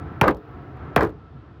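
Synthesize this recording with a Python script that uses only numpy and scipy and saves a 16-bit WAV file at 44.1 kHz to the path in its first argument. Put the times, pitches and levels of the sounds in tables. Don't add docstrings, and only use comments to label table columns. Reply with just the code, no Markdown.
import sys
import numpy as np
from scipy import signal
from scipy.fft import rfft, irfft, next_fast_len
from scipy.io import wavfile
from scipy.ndimage import map_coordinates

SR = 44100
rng = np.random.default_rng(int(sys.argv[2]) if len(sys.argv) > 2 else 0)


def rack_gain(trim_db):
    fader = np.asarray(trim_db, float)
    return 10 ** (fader / 20)


def pcm_store(signal):
    levels = np.round(np.clip(np.atleast_2d(signal), -1, 1) * 32767)
    wavfile.write(sys.argv[1], SR, levels.astype(np.int16).T)


N = 70560

# [t/s, wave peak level/dB, crack level/dB, lateness of the bending wave at 200 Hz/s]
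BLOWS = [
    (.2126, -1.5, -12, 0.00447),
    (.962, -2.5, -13, .005),
]
# [f/Hz, level/dB]
HAMMER_FACE = [(1200, -44), (2400, 12.5), (3500, 0), (5500, -5.5), (7500, -17.5), (11000, -10.5),
               (15000, -11), (16000, -8), (16800, -47)]


def hammer_crack():
    crack, t = np.zeros(N + SR), np.arange(SR // 8) / SR
    crack_t60_s, snap_db, snap_t60_s = 0.026, -3.5, 0.0028
    for s, _, crack_db, _ in BLOWS:
        fade = rack_gain(-60 * t / crack_t60_s) + rack_gain(snap_db - 60 * t / snap_t60_s)
        add(crack, s, rack_gain(crack_db) * fade * rng.standard_normal(len(t)))
    return filtered(crack[:N], causal(HAMMER_FACE))


# [f/Hz, level/dB]
WAVE = [(25, -60), (60, -26), (120, 12.5), (230, 8.5), (550, 2.5), (820, 4), (1400, 0), (2100, -13.5),
        (6000, -41), (9000, -120)]


def bending_wave():
    wave, t = np.zeros(N + SR), np.arange(SR // 8) / SR
    wave_db = 18.5
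    slowing = 0.68
    for s, peak_db, _, late_s in BLOWS:
        scrape = 0.29 * rack_gain(-60 * t / 0.01) * rng.standard_normal(len(t))
        push = scrape + (t == 0)

        def bend(hz):
            turns = late_s * 200 ** slowing * hz ** (1 - slowing) / (1 - slowing)
            return causal(WAVE)(hz) * np.exp(-2j * np.pi * turns)

        add(wave, s, rack_gain(peak_db + wave_db) * filtered(push, bend))
    return wave[:N]


# [t/s, tick level/dB, panel level/dB, dent f/Hz]
RATTLE = [(0.2143, -41, -8, 870), (.231, -29, -12, 975), (.2373, -71, -13.5, 1550),
          (0.2429, -32, -13, 547), (.2570, -55, -17, 1116), (0.2676, -52, -14, 518),
          (0.276, -25, -11.5, 309.7), (0.2799, -12.5, -6.5, 1194), (0.2869, -28, -15.5, 288.5),
          (.293, -31, -17.5, 385), (0.3056, -32, -30, 327), (0.3105, -29.5, -24.5, 503),
          (0.3242, -50, -48, 523), (0.3466, -37, -52, 343), (0.3687, -40, -44.5, 385),
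          (0.3737, -47, -46, 330), (.387, -53, -61, 400), (0.771, -50, -71, 405),
          (.964, -41, -6, 694), (0.9753, -32, -10.5, 1270), (0.9914, -36, -16, 1026),
            (1.0004, -46, -21, 397), (1.0074, -23, -12, 1068), (1.0135, -30, -21, 1110),
            (1.0190, -29, -19, 337.6), (1.0250, -28, -12, 426), (1.0314, -21.5, -15, 338),
            (1.0403, -45, -20, 406), (1.048, -28, -21.5, 445), (1.061, -39, -24.5, 333),
            (1.071, -42, -27.5, 312), (1.0744, -41, -46, 585), (1.093, -41, -33.5, 307),
            (1.103, -46, -64, 382), (1.1229, -58, -47, 316)]
# [f/Hz, level/dB]
PANEL = [(29, -48), (50, -0.5), (485, -1), (711, -2.5), (1210, 3), (1340, 0), (1590, 0.5), (3010, -25.5),
         (8000, -46.5), (10400, -58), (17600, -120)]
# [f/Hz, level/dB]
TRIM = [(1500, -51), (3000, 2.5), (4500, 2), (6000, -6), (8000, -12.5), (12000, -9), (15300, -5.5),
        (16000, -27), (16600, -66)]


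def shudder():
    sheet, trim, ringing = np.zeros(N + SR), np.zeros(N + SR), np.zeros(N + SR)
    for s, tick_db, panel_db, dent_hz in RATTLE:
        stir_db = panel_db + 3.5 * np.log2(dent_hz / 700)
        add(trim, s, trim_tick(tick_db, stir_db))
        add(sheet, s, rack_gain(stir_db + 27) * dense_ring())
        add(ringing, s, rack_gain(panel_db) * (roof_ring() + dent_ring(dent_hz)))
    return filtered(sheet[:N], causal(PANEL)) + filtered(trim[:N], causal(TRIM)) + ringing[:N]


# [f/Hz, time to fall 60 dB/s]
PANEL_T60 = [(60, .25), (300, 0.22), (700, 0.16), (1500, 0.048), (3000, 0.12), (8000, 0.045)]


def dense_ring():
    hz, t, bands = signal.stft(rng.standard_normal(SR // 4), SR, nperseg=128)
    fade = rack_gain(-60 * t / along(PANEL_T60, hz)[:, None])
    ring = signal.istft(bands * fade, SR, nperseg=128)[1]
    return ring / np.linalg.norm(ring)


def trim_tick(tick_db, stir_db):
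    t = np.arange(SR // 2) / SR
    tick = rack_gain(tick_db - 60 * t / 0.0091) * (1 - np.exp(-t / 0.001))
    buzz = rack_gain(stir_db - 34 - 60 * t / 0.04) * (1 - np.exp(-t / 0.0021))
    return (tick + buzz) * rng.standard_normal(len(t))


def dent_ring(dent_hz):
    t = np.arange(SR // 2) / SR
    tone = rack_gain(2 - 60 * t * dent_hz / 30) * np.sin(2 * np.pi * dent_hz * t)
    return tone * (1 - np.exp(-t / 0.0021))


# [f/Hz, level/dB, time to fall 60 dB/s]
ROOF = [(213, -27, 0.28), (309, -14.5, 0.51), (420.3, -5.5, 0.38), (468, -19.5, 0.62), (549, -22, 0.29),
        (558.8, -3.5, 0.2), (590, -24, 0.093), (782, -6, 0.16), (910, -30, 0.53), (972, -8, 0.079)]


def roof_ring():
    t = np.arange(SR // 2) / SR
    roof_db, rise_s, detune = -16.5, 0.0027, 0.04
    hz, level_db, t60 = np.transpose(ROOF)[:, :, None]
    fade = rack_gain(level_db + 2 * rng.standard_normal(hz.shape) - 60 * t / t60)
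    bent_hz = hz * (1 + detune * rng.standard_normal(hz.shape))
    notes = fade * np.sin(2 * np.pi * (bent_hz * t + rng.random(hz.shape)))
    return rack_gain(roof_db) * notes.sum(0) * (1 - np.exp(-t / rise_s))


# [f/Hz, width/Hz, level/dB]
DRONE = [(1325, 26.5, -6), (713, 75, -6.5), (403, 120, -10.5), (269, 13, -23)]


def far_machine():
    drone = np.zeros(N)
    for hz, width, level_db in DRONE:
        noise = rng.standard_normal(N)
        band = unit(filtered(noise, lambda f: np.exp(-((f - hz) / width) ** 2)))
        drone += rack_gain(level_db + 1.05 * wobble(11.3)) * band
    return drone


# [f/Hz, level/dB]
FIELD = [(120, -24), (200, -25.5), (288, 1), (488, -10), (704, -16), (825, -12.5), (1350, -13.5),
         (1690, -18.5), (9000, -66), (11700, -97.5), (19800, -120)]


def grass():
    return rack_gain(3.5 + 1.2 * wobble(8.37)) * rush(FIELD)


# [f/Hz, level/dB]
RUMBLE = [(15, -60), (25, -34), (40, -17.5), (65, 1), (134, 0), (194, -12), (260, -10), (340, -24),
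          (570, -120)]
# [t/s, level/dB]
GUSTS = [(0, -38), (.051, -35), (.181, -42), (.421, -46), (.531, -41), (.601, -43), (.661, -45),
         (.701, -41), (.801, -44), (.861, -40), (.941, -42), (1.181, -44), (1.301, -50), (1.371, -42),
         (1.441, -53), (1.511, -45), (1.561, -53), (1.6, -44)]


def wind():
    return over_time(GUSTS) * rack_gain(2.5) * unit(rack_gain(1.5 * wobble(13.38)) * rush(RUMBLE))


# [f/Hz, level/dB]
INSECTS = [(7000, -120), (9000, -21), (12000, -8.5), (13500, -5), (15000, -5), (16000, -5), (16500, -120)]
# [t/s, level/dB]
INSECT_LEVEL = [(0, -86), (.5, -87), (.9, -92), (1.1, -105), (1.6, -108)]


def insects():
    return over_time(INSECT_LEVEL) * rack_gain(2) * unit(rack_gain(2.5 * wobble(150)) * rush(INSECTS))


# [f/Hz, level/dB]
HISS = [(1500, -120), (2500, 3), (3500, -1.5), (5000, -9.5), (7000, -24), (9000, -29.5), (11000, -48),
        (13000, -120)]


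def steady_hiss():
    return rack_gain(-72) * rush(HISS)


# [t/s, level/dB]
GAIN = [(0.0, -44), (0.154, -44), (0.316, -57), (0.548, -47), (0.748, -48), (0.94, -45.5), (1.074, -56),
        (1.26, -55), (1.6, -57)]


def background():
    return over_time(GAIN) * (grass() + far_machine()) + wind() + insects() + steady_hiss()


def unit(x):
    return x / np.sqrt(np.mean(x ** 2) + 1e-20)


def along(points, hz):
    f, v = np.transpose(points)
    return np.interp(np.log(hz + 1), np.log(f + 1), v)


def over_time(rows):
    return rack_gain(np.interp(np.arange(N) / SR, *np.transpose(rows)))


def wobble(rate):
    return map_coordinates(rng.standard_normal(400), [np.arange(N) * rate / SR])


def filtered(x, response):
    m = next_fast_len(x.shape[-1] + 8192)
    spectrum = rfft(x, m) * response(np.fft.rfftfreq(m, 1 / SR))
    return irfft(spectrum, m)[..., :x.shape[-1]]


def causal(points):
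    def response(hz):
        c = irfft(np.log(rack_gain(along(points, hz)) + 1e-5))
        c[1:len(c) // 2] *= 2
        c[len(c) // 2 + 1:] = 0
        return np.exp(rfft(c))
    return response


def rush(colour):
    return unit(filtered(rng.standard_normal(N), lambda hz: rack_gain(along(colour, hz))))


def add(track, s, sound):
    track[round(s * SR):][:len(sound)] += sound


def scene():
    return (hammer_crack() + bending_wave() + shudder() + background())[None]


def low_pass(x):
    return signal.sosfilt(signal.butter(12, 16860, fs=SR, output="sos"), x)


def record(dry):
    peak_limit = 0.72
    mix = dry / (1 + np.abs(dry / peak_limit) ** 4) ** (1 / 4)
    return low_pass(mix)


dry = scene()
out = record(dry)
pcm_store(out)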